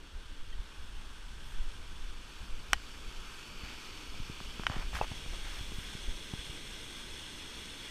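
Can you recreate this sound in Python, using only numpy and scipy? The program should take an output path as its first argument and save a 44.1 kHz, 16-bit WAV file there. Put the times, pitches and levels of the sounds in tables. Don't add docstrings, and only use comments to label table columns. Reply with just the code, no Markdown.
import sys
import numpy as np
from scipy import signal
from scipy.fft import rfft, irfft, next_fast_len
from scipy.io import wavfile
from scipy.ndimage import uniform_filter1d, map_coordinates

SR = 44100
rng = np.random.default_rng(int(sys.argv[2]) if len(sys.argv) > 2 else 0)


def linear_from_db(decibels):
    return 10 ** (np.asarray(decibels, float) / 20)


def dump(signal):
    limited = np.clip(np.atleast_2d(signal).T, -1, 1)
    pcm = np.round(limited * 32767).astype(np.int16)
    wavfile.write(sys.argv[1], SR, pcm)


N = 348390

# time in seconds, pose (0 behind the deck, 1 turning at the rail,
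# 2 facing the fall), gain by nearness in dB.
WALK_TO_RAIL = [(0, 0.081, 0), (.94, 0.1, 1.5), (1.5, 0.081, 2), (2.1, .3, 2.5), (2.8, 0.51, 3.5),
                (3.43, 0.47, 4.5), (3.7, 1.24, 5), (4.3, 1.37, 4.5), (4.8, 1.4, 5), (5.3, 1.77, 5.5),
                (5.6, 1.78, 5.5), (6.5, 1.95, 5.5), (7.9, 1.86, 5.5)]
# frequency in Hz, density in dB per Hz.
ROAR_SPECTRUM = [(60, -1), (150, -2.5), (300, -2), (450, -6), (650, -14), (1000, -54), (3000, -120)]
RUSH_SPECTRUM = [(100, -120), (500, -16), (750, -7), (1200, -1.5), (2500, 0.5), (3600, -1.5), (4200, -5),
                 (4850, -17.5), (6000, -43), (12000, -120)]
SPRAY_SPECTRUM = [(1500, -120), (4000, -28), (4900, -4), (5500, -2), (7300, -6), (9500, -8), (13000, -16.5),
                  (15000, -21), (15250, -30), (15400, -120)]
# centre in Hz, width in Hz,
# gain behind the deck in dB, gain turning in dB, gain facing the fall in dB.
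HOUSING_RESONANCES = [(900, 336, 6.5, 6, 5), (1306, 320, 2.5, 6.5, -2), (1558, 133, 7, 0.5, 7),
                      (1780, 160, 1, -2, -2), (2020, 350, -2.5, -7.5, 3), (2395, 640, -1.5, 8.5, 1.5),
                      (2863, 117, 2.5, 2, 6), (3020, 115, -0.5, 8, -1), (3373, 420, 6, 3, 12.5),
                      (3780, 260, -2, -3, 3), (4220, 110, -4, -9, 7), (4513, 400, 5.5, 15, 5),
                      (4870, 150, -6, -3, -8), (5300, 450, 3.5, 5.5, 6)]
PORT_RESONANCES = [(7600, 350, -1, 2, -5.5), (6280, 710, 2.5, 3.5, 5.5), (8440, 1580, 5, 1, 9.5),
                   (9700, 1500, -0.5, -3, -0.5), (12000, 650, 1, 5, 4)]
# frequency in Hz, density in dB per Hz.
SWAY_SPECTRUM = [(2, -10), (8, 5), (18, 4), (30, -4.5), (45, -16), (80, -63), (300, -120)]
SHUDDER_SPECTRUM = [(5, -120), (20, -3), (33, 0), (55, -4.5), (80, -13.5), (110, -26), (200, -28.5),
                    (1000, -120)]
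# time in seconds, sway level in dB.
ARM_UNREST = [(0, -52.5), (.7, -53.5), (1.2, -46), (1.8, -45.5), (2.3, -50.5), (2.8, -48.5), (3.3, -50),
              (3.9, -51.5), (4.4, -49.5), (5.15, -44.5), (5.85, -45.5), (6.3, -53), (6.7, -51.5),
              (7.9, -55.5)]
# centre in seconds, sway level in dB,
# shudder against sway in dB, length in seconds.
ARM_JOLTS = [(0.163, -52, 7, .12), (0.302, -48, -3, 0.13), (0.409, -37.5, -16, 0.093),
             (0.55, -40, -8.5, 0.29), (0.81, -46, -5, 0.12), (0.955, -42, -16, 0.34), (1.354, -60, 7, 0.13),
             (1.5, -39, -21, .12), (1.618, -28.5, -29, 0.21), (1.933, -41, -11, 0.076),
             (2.07, -39, -33, 0.32), (2.42, -43, -4, 0.075), (2.554, -35, -20, 0.19), (2.74, -46, -1, .14),
             (3.076, -37, -27, 0.062), (3.19, -44, -22, 0.086), (3.61, -46, -10, 0.11),
             (4.09, -41, -8, 0.07), (4.192, -39.5, -24, 0.2), (4.472, -43.5, -4, 0.093),
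             (4.652, -63, 16, 0.1), (4.82, -33.5, -16, 0.21), (4.95, -40, 2, 0.084), (5.037, -48, 6, 0.066),
             (5.33, -48, 7, 0.13), (5.465, -47, -10, .18), (5.605, -64, 13, 0.096), (5.73, -42, -9, 0.071),
             (6.124, -43, -4, 0.24), (7.124, -57, 3, 0.088)]
# start in seconds, peak in dB, direction (sign), length in seconds.
SOFT_PUSHES = [(2.731, -31, 1, 0.0015), (0.162, -47, -1, 0.016), (0.584, -28, 1, 0.033),
               (0.597, -28.5, -1, 0.023), (3.634, -35.5, 1, 0.0059), (5.01, -30, 1, 0.0039),
               (6.078, -25.5, -1, 0.0197), (4.2, -32, -1, 0.0052), (4.298, -30, -1, 0.0033),
               (4.41, -36, 1, 0.0029), (4.596, -29, -1, 0.0025), (4.699, -26.5, -1, 0.0045),
               (4.765, -28.5, -1, 0.003), (4.791, -36.5, -1, 0.0029), (5.115, -29.5, 1, 0.0043),
               (5.262, -38, 1, 0.0036), (5.608, -34, -1, 0.0042), (5.72, -35, -1, 0.0024),
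               (5.784, -30.5, -1, 0.0049), (5.951, -32.5, 1, 0.0031), (6.336, -26.5, 1, 0.0037),
               (6.388, -36, 1, 0.01), (6.496, -35.5, 1, 0.0076)]
# frequency in Hz, level in dB, decay time t60 in seconds.
SHELL_MODES = [(580, -15, 0.015), (830, 4, 0.029), (1100, 7, 0.0089), (1530, 4, 0.016), (1880, -12, 0.052),
               (2190, 3, 0.015), (2650, -39, 0.015), (3020, 11, 0.017), (4600, -1, 0.011),
               (5670, 14, 0.0056), (8130, 10, 0.0063), (9300, 5, 0.005), (11700, 4, 0.0041),
               (14500, -2, 0.0033)]
# start in seconds, peak in dB, centre of the blow in Hz.
LIGHT_TICKS = [(4.142, -41.5, 1010), (4.403, -34, 1110), (4.5959, -32, 1090), (4.635, -28.5, 1290),
               (4.698, -26, 1110), (4.723, -34, 900), (4.765, -45, 1200), (4.931, -35.5, 890),
               (4.955, -27, 2200), (4.968, -30.5, 1190), (4.988, -32, 1200), (5.068, -38, 2500),
               (5.117, -38.5, 800), (5.261, -40, 1000), (5.72, -42, 806), (6.336, -40, 800)]
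# start in seconds, peak in dB, centre in Hz,
# fall-off in dB per octave, ring against the blow in dB.
HARD_SNAPS = [
    (2.732, -5.5, 1600, 0, -18.5),
    (4.667, -14, 1600, 10, -9),
    (4.6674, -25.5, 2800, 19, -7),
    (5.0128, -19.5, 750, 17, -6),
]
# start in seconds, peak in dB, frequency in Hz, ring length factor.
LOOSE_PINGS = [
    (0.527, -51, 3150, 1.2),
    (.526, -55, 1900, 1.2),
    (2.737, -49, 1880, 2.2),
    (5.013, -37, 2650, 0.74),
]
# start in seconds, length in seconds, level in dB,
# centre in Hz, fade over the stroke in dB.
RUB_STROKES = [
    (1.437, 0.13, -68, 9000, -4),
    (3.611, 0.16, -53.5, 1700, -1.5),
    (4.691, 0.17, -42.5, 1300, -9.5),
    (4.928, 0.08, -40.5, 1440, -4),
    (5.015, 0.044, -40, 850, -8),
    (5.319, 0.042, -51, 1000, -4),
    (5.42, .2, -49.5, 1500, -5.5),
    (4.935, .06, -57, 7000, 3),
    (5.418, .3, -68, 11000, -2),
    (5.72, .14, -65, 12000, -2),
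]
# frequency in Hz, gain in dB.
MICROPHONE_BAND = [(1, 0), (15100, 0), (15500, -120)]


def unit(x):
    return x / np.sqrt(np.mean(x ** 2) + 1e-20)


def along(points, hz):
    f, v = np.transpose(points)
    return np.interp(np.log(hz + 1), np.log(f + 1), v)


def curves(rows):
    s, *columns = np.transpose(rows)
    return [np.interp(np.arange(N) / SR, s, column) for column in columns]


def wobble(rate, count=N):
    knots = rng.standard_normal(int(count * rate / SR) + 4)
    return map_coordinates(knots, [np.arange(count) * rate / SR], order=1)


def noise(spectrum, source=None):
    source = rng.standard_normal(N) if source is None else source
    size = next_fast_len(len(source) + 8192)
    gain = linear_from_db(along(spectrum, np.fft.rfftfreq(size, 1 / SR)))
    return unit(irfft(rfft(source, size) * gain, size)[:len(source)])


def steady(x, span):
    width = int(span * SR)
    power = uniform_filter1d(uniform_filter1d(x ** 2, width), width)
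    return unit(x / np.sqrt(np.abs(power) + 0.13))


def add(track, s, sound):
    part = track[round(s * SR):][:len(sound)]
    part += sound[:len(part)]


def waterfall():
    pose, near_db = curves(WALK_TO_RAIL)
    surge_db = 0.092 * wobble(3.35) + 0.5 * wobble(11)
    drops = rng.standard_normal(N) * linear_from_db(0.7 * wobble(300))
    roar_db = -62 + 0.61 * near_db + 2 * pose + 0.3 * wobble(9.4)
    rush_db = -59.5 + near_db + surge_db
    spray_db = -69.5 + 1.774 * near_db - 0.16 * pose + surge_db
    roar = linear_from_db(roar_db) * noise(ROAR_SPECTRUM)
    rush = linear_from_db(rush_db) * noise(RUSH_SPECTRUM, drops)
    spray = linear_from_db(spray_db) * noise(SPRAY_SPECTRUM, drops)
    return housing(roar + rush + spray, patchy_db=0.68)


def housing(x, patchy_db):
    hz, t, z = signal.stft(x, SR, nperseg=1024)
    pose = np.clip(np.interp(t, *np.transpose(WALK_TO_RAIL)[:2]), 0, 2)
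    gain_db = 0
    for centre_hz, width_hz, *levels_db in HOUSING_RESONANCES + PORT_RESONANCES:
        peak = 1 / (1 + (2 * (hz[:, None] - centre_hz) / width_hz) ** 2)
        gain_db = gain_db + np.interp(pose, [0, 1, 2], levels_db) * peak
    patches = uniform_filter1d(rng.standard_normal(z.shape), size=12, axis=0)
    patches = unit(uniform_filter1d(patches, size=6, axis=1))
    return signal.istft(z * linear_from_db(gain_db + patchy_db * patches), SR, nperseg=1024)[1][:N]


def shake():
    idle_shudder_db = -2.5
    arm_db, = curves(ARM_UNREST)
    sway, shudder = linear_from_db(arm_db), linear_from_db(arm_db + idle_shudder_db)
    for s, db, sharp_db, length in ARM_JOLTS:
        swell = np.hanning(round(length * SR))
        add(sway, s - length / 2, linear_from_db(db) * swell)
        add(shudder, s - length / 2, linear_from_db(db + sharp_db) * swell)
    slow = sway * steady(noise(SWAY_SPECTRUM), 0.082)
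    quick = shudder * steady(noise(SHUDDER_SPECTRUM), 0.011)
    return slow + quick


def thumps():
    out = np.zeros(N)
    for s, db, direction, length in SOFT_PUSHES:
        u = np.arange(SR // 8) / SR / length
        push = np.sin(np.pi * np.minimum(u, 1)) ** 2
        rebound = 0.3 * np.sin(np.pi * np.clip((u - 0.8) / 1.57, 0, 1)) ** 2
        add(out, s, np.sign(direction) * linear_from_db(db) * (push - rebound))
    return out


def blows():
    ticks = [(s, db, hz, 4, 0.57, -14) for s, db, hz in LIGHT_TICKS]
    snaps = [(s, db, hz, fall_db, 0.77 * (1600 / hz) ** 0.28, ring_db)
             for s, db, hz, fall_db, ring_db in HARD_SNAPS]
    pinged = [(s, db, hz, 30, ring, -14) for s, db, hz, ring in LOOSE_PINGS]
    return ticks + snaps + pinged


def clicks():
    ring_lag, lag_luck = 0.5, 0.2
    size_luck_db = 0.8
    out, t = np.zeros(N), np.arange(SR // 10) / SR
    hz, level_db, t60 = np.transpose(SHELL_MODES)[..., None]
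    for s, db, centre_hz, fall_db, ring, ring_db in blows():
        luck = rng.standard_normal(len(SHELL_MODES))
        cycles = t * centre_hz
        blow = np.sin(2 * np.pi * cycles) * np.sin(np.pi * np.clip(cycles / 1.68, 0, 1)) ** 1.58

        octaves_off = np.abs(np.log2(hz / centre_hz))
        size_db = ring_db + level_db - fall_db * octaves_off + size_luck_db * luck[:, None]
        phase = 2 * np.pi * hz * t - ring_lag + lag_luck * luck[::-1, None]
        bell = (linear_from_db(size_db - 60 * t / (t60 * ring)) * np.sin(phase)).sum(0)

        band = signal.butter(2, [centre_hz * 0.45, centre_hz * 2.2], "bandpass", fs=SR, output="sos")
        grains = unit(signal.sosfilt(band, rng.standard_normal(len(t))))
        rattle = linear_from_db(-26.5 - 60 * t / (0.061 * ring)) * grains

        onset = 1 - np.exp(-t / 0.00029)
        thin = signal.butter(3, centre_hz * 0.36, "highpass", fs=SR, output="sos")
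        add(out, s, linear_from_db(db) * signal.sosfilt(thin, blow + (bell + rattle) * onset))
    return out


def pings():
    out, t = np.zeros(N), np.arange(SR // 10) / SR
    for s, db, hz, ring in LOOSE_PINGS:
        decay = linear_from_db(db + 9.5 - 60 * t / (0.033 * ring))
        onset = 1 - np.exp(-t / 0.0015)
        add(out, s, decay * np.sin(2 * np.pi * hz * t) * onset)
    return out


def rubs():
    out, longest = np.zeros(N), SR // 2
    for s, length, db, centre_hz, fade_db in RUB_STROKES:
        grit_db = 4.2 + 0.12 * (db + 42)
        catches = wobble(497.0, count=longest) + 0.17 * wobble(73, count=longest)
        grit = rng.standard_normal(longest) * linear_from_db(grit_db * catches)
        colour = [(centre_hz / 30, -120), (centre_hz / 5, -20), (centre_hz / 2, -3),
                  (centre_hz, 0), (centre_hz * 2.56, -10), (centre_hz * 8, -36)]
        scratch = noise(colour, noise(MICROPHONE_BAND, grit))[:round(length * SR)]
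        fade = linear_from_db(db + np.linspace(0, fade_db, len(scratch)))
        add(out, s, fade * signal.windows.tukey(len(scratch), 0.4) * scratch)
    return out


def scene():
    water = waterfall()
    handling = shake() + thumps() + clicks() + pings() + rubs()
    capsule = signal.butter(12, 15100, fs=SR, output="sos")
    return (water + signal.sosfilt(capsule, handling))[None]


def top_cut(x):
    return signal.sosfilt(signal.butter(12, 16550, fs=SR, output="sos"), x)


def record(dry):
    return top_cut(dry)


dry = scene()
out = record(dry)
dump(out)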